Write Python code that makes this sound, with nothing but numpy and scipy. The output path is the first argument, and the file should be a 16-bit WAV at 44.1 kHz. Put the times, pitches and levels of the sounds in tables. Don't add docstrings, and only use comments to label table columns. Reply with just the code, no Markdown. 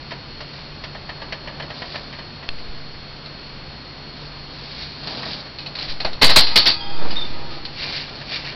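import sys
import numpy as np
from scipy import signal
from scipy.fft import rfft, irfft, next_fast_len
from scipy.io import wavfile
from scipy.ndimage import map_coordinates

SR = 44100
rng = np.random.default_rng(int(sys.argv[2]) if len(sys.argv) > 2 else 0)


def waveform_to_disk(signal):
    frames = np.transpose(np.atleast_2d(signal))
    scaled = np.clip(frames, -1, 1) * 32767
    samples = np.round(scaled).astype(np.int16)
    wavfile.write(sys.argv[1], SR, samples)


N = 377055

# frequency in Hz, relative level in dB.
HISS_EQ = [(12, -35.5), (20, 2), (32, -6), (86, -7.5), (110, -9.5), (124, -9.5), (143, -5), (173, -11),
           (215, -10), (442, -15.5), (931, -17.5), (1740, -20), (4020, -21), (4430, -15.5), (6200, -37.5),
           (8060, -79), (13600, -120)]
GRIT_EQ = [(150, -12.5), (420, -13.5), (620, -2.5), (800, -8), (1020, -6), (1350, -12.5), (1830, -2.5),
           (2200, -6), (2700, -7.5), (3100, -6), (3500, -11.5), (4400, -5), (5800, -19.5)]
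BRUSH_EQ = [(700, -19.5), (1600, -17.5), (3000, -9.5), (3600, -5), (4100, -1.5), (4600, 0), (5200, -9),
            (5900, -22)]
SCRAPE_EQ = [(1000, -26.5), (1700, -6.5), (2100, -5.5), (2400, 0.5), (2550, -8.5), (2750, -2), (3200, -14),
             (4200, -18.5)]
BEDDING_EQ = [(88, -39), (150, -3.5), (168, -4.5), (298, -4), (363, -8), (556, -6), (1800, -14.5),
              (2340, -41.5), (3960, -120)]
CLICK_EQ = [(200, -13.5), (900, -14), (1800, -8.5), (2600, -5), (3400, -6.5), (4300, 5.5), (5000, -6),
            (5900, -20.5)]
KNOCK_EQ = [(120, -12.5), (300, -7.5), (700, 4.5), (1200, -5), (2000, -7), (4000, -21)]
CLATTER_EQ = [(24, -43.5), (40, -6.5), (87, -15.5), (264, -15), (299, -10), (339, -15), (948, -12),
              (1410, -15), (2150, -9), (2440, -11.5), (3410, -10), (4290, -6), (4570, -7.5), (6000, -21.5),
              (7800, -50.5), (13200, -120)]
# pitch in Hz, level in dB, pitch wander in Hz.
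STEADY_TONES = [(143, -46, 2.03), (4310, -45.5, 0.93)]

# pitch in Hz, relative level in dB, seconds to fall 60 dB before extra damping.
BAR_MODES = [(586, -6.5, 0.45), (664, -11, 0.61), (977, -6.5, 0.43), (1267, -8, 0.34), (1800, -2.5, .22),
             (1847, -11, 0.28), (2380, -8.5, 0.1), (3170, -4.5, 0.15)]
SNAP_MODES = [(1860, -11, 0.022), (2680, -1, 0.018), (3300, 7.5, 0.0049), (4240, -3, 0.025)]
HELD_DOOR_MODES = [(2530, -5.5, 0.12), (2680, -15.5, .12), (2970, -3, .12), (4140, -0.5, .13),
                   (4350, -3.5, 0.142), (4420, -4, .13), (4530, -2, .12), (5050, -17.5, .1)]
FREE_DOOR_MODES = [(657, -14, .3), (1250, -14, .3), (2122, -7, .3), (2640, -12, .35), (2933, -8, .24),
                   (3257, -14, .3), (3655, -14, .25), (3790, -11, .33), (3985, -5, .25), (4139, 1, .36),
                   (4194, -2.5, .46), (4233, -4, .36), (4420, -2, .36), (4537, -2, .38), (4621, -1, .36),
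                   (4727, -2.5, .33), (4852, -10, .35)]
WIRE_MODES = [(77, -39, 7.3), (148, -47.5, 4), (329, -39.5, 6.5), (357, -45, 9.4), (807, -38.5, 8),
              (923, -35.5, 3.4), (940, -40, 6.1), (1240, -38, 5.3), (1335, -41.5, 4.1), (1640, -36, 2.6),
              (1980, -41.5, 3.7), (2440, -40, 3.6), (2510, -34.5, 2.6), (2550, -40, 2.44), (3370, -36, 3),
              (3578, -37.5, 3.3), (4700, -29, 2.3), (5030, -35, 2.1)]
# frequency in Hz, seconds to fall 60 dB.
GRID_DECAY = [(100, 0.27), (700, 0.27), (2500, 0.21), (4400, 0.34), (6000, 0.18)]

# start in seconds, relative level in dB, treble trim in dB.
BITES = [(0.107, -18, -9), (.117, -14, -11), (.405, -19.5, 2), (.837, -18, 1), (.949, -16.5, -17),
         (1.091, -13.5, -14), (1.217, -17, -10), (1.323, -11.5, -6), (1.474, -14, -13), (1.598, -13.5, -13),
         (1.623, -23.5, 3), (1.702, -16, -12), (1.819, -12.5, -14), (1.942, -15, -18), (1.955, -16, -4),
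         (2.126, -19, -6), (2.188, -19, -7), (2.427, -21, -12), (5.23, -15, -12), (5.455, -23, -16),
         (7.93, -25, 0), (8.212, -23, -1), (8.52, -20, -8)]
# peak time in seconds, level in dB, length in seconds,
# bar scrape in dB against the brushing.
FUR_STROKES = [(.56, -42.5, 0.19, -3), (1.762, -40.5, 0.067, -10), (1.914, -37, 0.28, -9),
               (3.45, -47, .15, -9), (4.21, -42, 0.17, -10), (4.68, -38.5, 0.42, -13.5),
               (4.816, -38, 0.12, -5), (5.134, -31, 0.2, -10), (5.319, -31.5, 0.16, -12.5),
               (5.819, -29.5, .08, -10), (5.904, -31.5, .07, -14), (7.147, -36.5, 0.4, -4),
               (7.532, -38, 0.098, -5.5), (7.825, -29, 0.11, -3), (7.958, -28.5, .19, -4.5),
               (8.186, -45, 0.2, -15), (8.344, -26.5, .1, -3), (8.475, -33.5, 0.068, 3)]
# peak time in seconds, level in dB, length in seconds.
PAW_SHUFFLES = [(.55, -47, 0.17), (1.237, -41, 0.17), (1.65, -42, 0.51), (2.065, -44.5, .3),
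                (4.23, -45, .1), (4.555, -45, 0.19), (5.095, -34.5, 0.14), (5.261, -35.5, 0.22),
                (5.796, -43.5, 0.31), (6.15, -45, 0.16), (7.067, -33.5, 0.29), (7.48, -41.5, 0.38),
                (7.89, -39, 0.13), (8.12, -45, 0.36), (8.422, -43.5, 0.38)]
# start in seconds, step as a share of full scale, push in seconds.
MIC_JOLTS = [(2.488, -0.073, .003), (2.69, 0.07, .005), (5.89, -0.078, .01), (6.05, -0.087, .006),
             (6.15, 0.068, .015), (6.221, -0.53, .038), (6.365, -0.12, .025), (6.78, 0.44, .26),
             (7.305, 0.081, .01)]
# start in seconds, relative level in dB.
SNAP_CUES = [(2.49, -6.5)]
# start in seconds, then relative level, ring and knock in dB.
DOOR_TICKS = [(2.585, -26.5, 0, -20), (3.26, -26.5, -4, -13), (4.822, -20, -3, -33),
              (5.0722, -16.5, -11, -17), (5.586, -19.5, 6, -20), (5.6044, -25, 7, -15),
              (5.661, -17.5, 7.5, -17), (5.752, -17.5, 0, -17), (5.7863, -16.5, 4, -17),
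              (5.881, -18.5, 1, -21), (5.8967, -15.5, -10, -21), (6.0027, -13, 3, -13), (6.0477, -9, 2, -6),
              (6.1305, -19.5, -13, -15), (7.1053, -19, -11.5, -26), (7.651, -16.5, -2, -22),
              (8.1557, -28, 11, -20), (8.3151, -20.5, -5, -12)]
# start in seconds, relative level in dB, low-end boost in dB.
DOOR_BLOWS = [(6.214, -16.5, 6), (6.2186, -7, 5.5), (6.23, -6.5, 1), (6.2922, -10.5, 5.5),
              (6.3598, 0, -2.5), (6.468, -20, -0.5), (6.5135, -28, 1), (6.5578, -2.5, -5.5),
              (6.657, -6, -9.5), (6.672, -11, -2.5)]
# start in seconds, pitch in Hz, level in dB, #
# swell in seconds, seconds to fall 60 dB.
SQUEAK_CUES = [(6.785, 3240, -34, 0.027, 1), (6.79, 4980, -36.5, .02, 0.63),
               (7.104, 4850, -31, 0.0045, .13), (7.104, 2960, -30.5, 0.0043, 0.087),
               (7.148, 3630, -20, 0.025, 0.17), (7.162, 3760, -29, 0.017, 0.11),
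               (7.196, 3575, -25.5, 0.019, .26)]


def amp(db):
    return 10 ** (np.asarray(db) / 20)


def unit(x):
    return x / np.sqrt(np.mean(x ** 2) + 1e-20)


def along(points, hz):
    freqs, values = np.transpose(points)
    return np.interp(np.log(hz + 1), np.log(freqs + 1), values)


def wobble(rate):
    return map_coordinates(rng.standard_normal(int(N * rate / SR) + 4), [np.arange(N) * rate / SR])


def filtered(x, response):
    size = next_fast_len(len(x) + SR // 4)
    return irfft(rfft(x, size) * response(np.fft.rfftfreq(size, 1 / SR)), size)[:len(x)]


def noise(length, eq, grain=1):
    return unit(filtered(rng.standard_normal(length) * grain, lambda hz: amp(along(eq, hz))))


def add(track, start, sound):
    part = track[round(start * SR):][:len(sound)]
    part += sound[:len(part)]


def ring(modes, t, scatter_db):
    out = np.zeros(len(t))
    for hz, db, t60 in modes:
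        level = amp(db + scatter_db * rng.standard_normal() - 60 * t / t60)
        out += level * np.sin(2 * np.pi * (hz * t + rng.random()))
    return out


def attack(t, rise_s):
    return 1 - np.exp(-t / rise_s)


def contact(t, hold_s, t60):
    return attack(t, 0.00045) * amp(-60 * np.maximum(t - hold_s, 0) / t60)


def movement(peak_s, length, skew=0.1, edge_db=8.5):
    offset = 2 * (np.arange(N) / SR - peak_s) / length
    distance = np.abs(offset / (1 + skew * np.sign(offset)))
    return amp(-edge_db * np.minimum(distance, 9) ** 1.23)


def room_tone():
    out = amp(-37.5) * noise(N, HISS_EQ)
    for hz, db, wander_hz in STEADY_TONES:
        level = np.sqrt(2) * amp(db + 0.68 * wobble(5.7))
        out += level * np.sin(2 * np.pi * np.cumsum(hz + wander_hz * wobble(14)) / SR)
    return out


def nibbles(mouth_damping_db_per_s=111.5):
    out, t = np.zeros(N), np.arange(SR // 3) / SR
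    for start, db, treble_db in BITES:
        grit = noise(len(t), GRIT_EQ, grain=amp(3.1 * rng.standard_normal(len(t))))
        grit = filtered(grit, lambda hz: amp((treble_db + 2.5) * hz ** 2 / (hz ** 2 + 3000 ** 2)))
        grit *= contact(t, hold_s=0.0053, t60=0.105)
        detune = 1 + 0.04 * rng.standard_normal()
        bar = ring(BAR_MODES, detune * t, scatter_db=1.5) * attack(t, 0.002)
        bar *= amp(-8.5 - mouth_damping_db_per_s * t)
        add(out, start, amp(db - 11.5) * (grit + bar))
    return out


def bedding_shuffle():
    bedding = noise(N, BEDDING_EQ, grain=amp(2 * wobble(120)))
    return bedding * sum(amp(db) * movement(peak_s, length) for peak_s, db, length in PAW_SHUFFLES)


def claws(taps_per_s=25):
    out, t = np.zeros(N), np.arange(SR // 20) / SR
    for when, softness in rng.random((int(taps_per_s * N / SR), 2)):
        tap = noise(len(t), GRIT_EQ) * contact(t, hold_s=0.001, t60=0.02)
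        add(out, when * N / SR, amp(1 - 10 * softness) * tap)
    return out


def fur_strokes():
    slips = amp(3.5 * np.tanh(wobble(900)) + 2.0 * np.tanh(wobble(70)))
    brush = noise(N, BRUSH_EQ, grain=slips) + claws()
    scrape = noise(N, SCRAPE_EQ, grain=slips)
    return sum(amp(db) * movement(peak_s, length) * (brush + amp(scrape_db) * scrape)
               for peak_s, db, length, scrape_db in FUR_STROKES)


def mic_sway(recovery_s=0.16):
    out, t = np.zeros(N), np.arange(2 * SR) / SR
    for start, step, push_s in MIC_JOLTS:
        push = np.minimum(t / push_s, 1) ** 1.37
        recovery = np.exp(-np.maximum(t - push_s, 0) / recovery_s)
        add(out, start, step * push * recovery)
    return out


def snap():
    out, t = np.zeros(N), np.arange(SR // 3) / SR
    crack = sum(amp(db - 60 * t / t60) * np.sin(2 * np.pi * hz * t) for hz, db, t60 in SNAP_MODES)
    for start, db in SNAP_CUES:
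        add(out, start, amp(db - 10.5) * crack)
    return out


def door_ticks():
    out, t = np.zeros(N), np.arange(SR // 3) / SR
    for start, db, ring_db, knock_db in DOOR_TICKS:
        crack_and_tail = contact(t, hold_s=0, t60=0.02) + contact(t, hold_s=0.0048, t60=0.15)
        click = noise(len(t), CLICK_EQ) * crack_and_tail
        metal = amp(ring_db - 8.5) * ring(HELD_DOOR_MODES, t, scatter_db=2.5) * attack(t, 0.001)
        knock = amp(knock_db + 6.5) * noise(len(t), KNOCK_EQ) * contact(t, hold_s=0.0027, t60=0.19)
        add(out, start, amp(db - 13) * (click + metal + knock))
    return out


def door_crash(chatter_s=0.0045, settle_s=6.72, frame_damping_db_per_s=109):
    out, t = np.zeros(N), np.arange(SR) / SR
    for start, db, low_db in DOOR_BLOWS:
        grid = filtered(noise(SR, CLATTER_EQ), lambda hz: amp(low_db / (1 + (hz / 1800) ** 2)))
        band_hz, frame_s, bands = signal.stft(grid, SR, nperseg=256)
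        fade_db = -60 * np.maximum(frame_s - chatter_s, 0) / along(GRID_DECAY, band_hz)[:, None]
        clatter = signal.istft(bands * amp(fade_db), SR, nperseg=256)[1][:SR]
        clang = ring(FREE_DOOR_MODES, t, scatter_db=4.0) * attack(t, chatter_s)
        blow = amp(db - 3.5) * clatter + amp(-17 + 0.51 * db) * clang
        add(out, start, blow * attack(t, 0.00027))
    settling_db = -frame_damping_db_per_s * np.maximum(np.arange(N) / SR - settle_s, 0)
    buzz_db = 0.71 * wobble(220)
    return out * amp(settling_db + buzz_db)


def singing_wires():
    out, t = np.zeros(N), np.arange(3 * SR) / SR
    start = max(DOOR_BLOWS, key=lambda blow: blow[1])[0]
    singing = sum(ring([mode], t, scatter_db=1.0) * amp(3.8 * wobble(18.2)[:len(t)])
                  for mode in WIRE_MODES)
    damping_db = -18 * np.maximum(t - 1.15, 0)
    add(out, start, singing * amp(damping_db) * attack(t, 0.19))
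    return out


def squeaks():
    out, t = np.zeros(N), np.arange(SR // 2) / SR
    for start, hz, db, swell_s, t60 in SQUEAK_CUES:
        phase = 2 * np.pi * np.cumsum(hz + 22 * wobble(190)[:len(t)]) / SR
        swell = np.minimum(t / swell_s, 1) ** 2
        flutter_db = 6.7 * np.tanh(wobble(150)[:len(t)])
        fade_db = -60 * np.maximum(t - swell_s, 0) / t60
        add(out, start, swell * amp(db + flutter_db + fade_db) * np.sin(phase))
    return out


def scene():
    mix = room_tone() + nibbles() + bedding_shuffle() + fur_strokes() + mic_sway()
    mix += snap() + door_ticks() + door_crash() + singing_wires() + squeaks()
    return mix[None]


def record(dry, band_hz=5750, ceiling=0.73, top_hz=15900):
    narrow = filtered(dry[0], lambda hz: 1 / np.sqrt(1 + (hz / band_hz) ** 70))
    clipped = np.clip(narrow, -ceiling, ceiling)
    return filtered(clipped, lambda hz: 1 / np.sqrt(1 + (hz / top_hz) ** 200))[None]


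dry = scene()
out = record(dry)
waveform_to_disk(out)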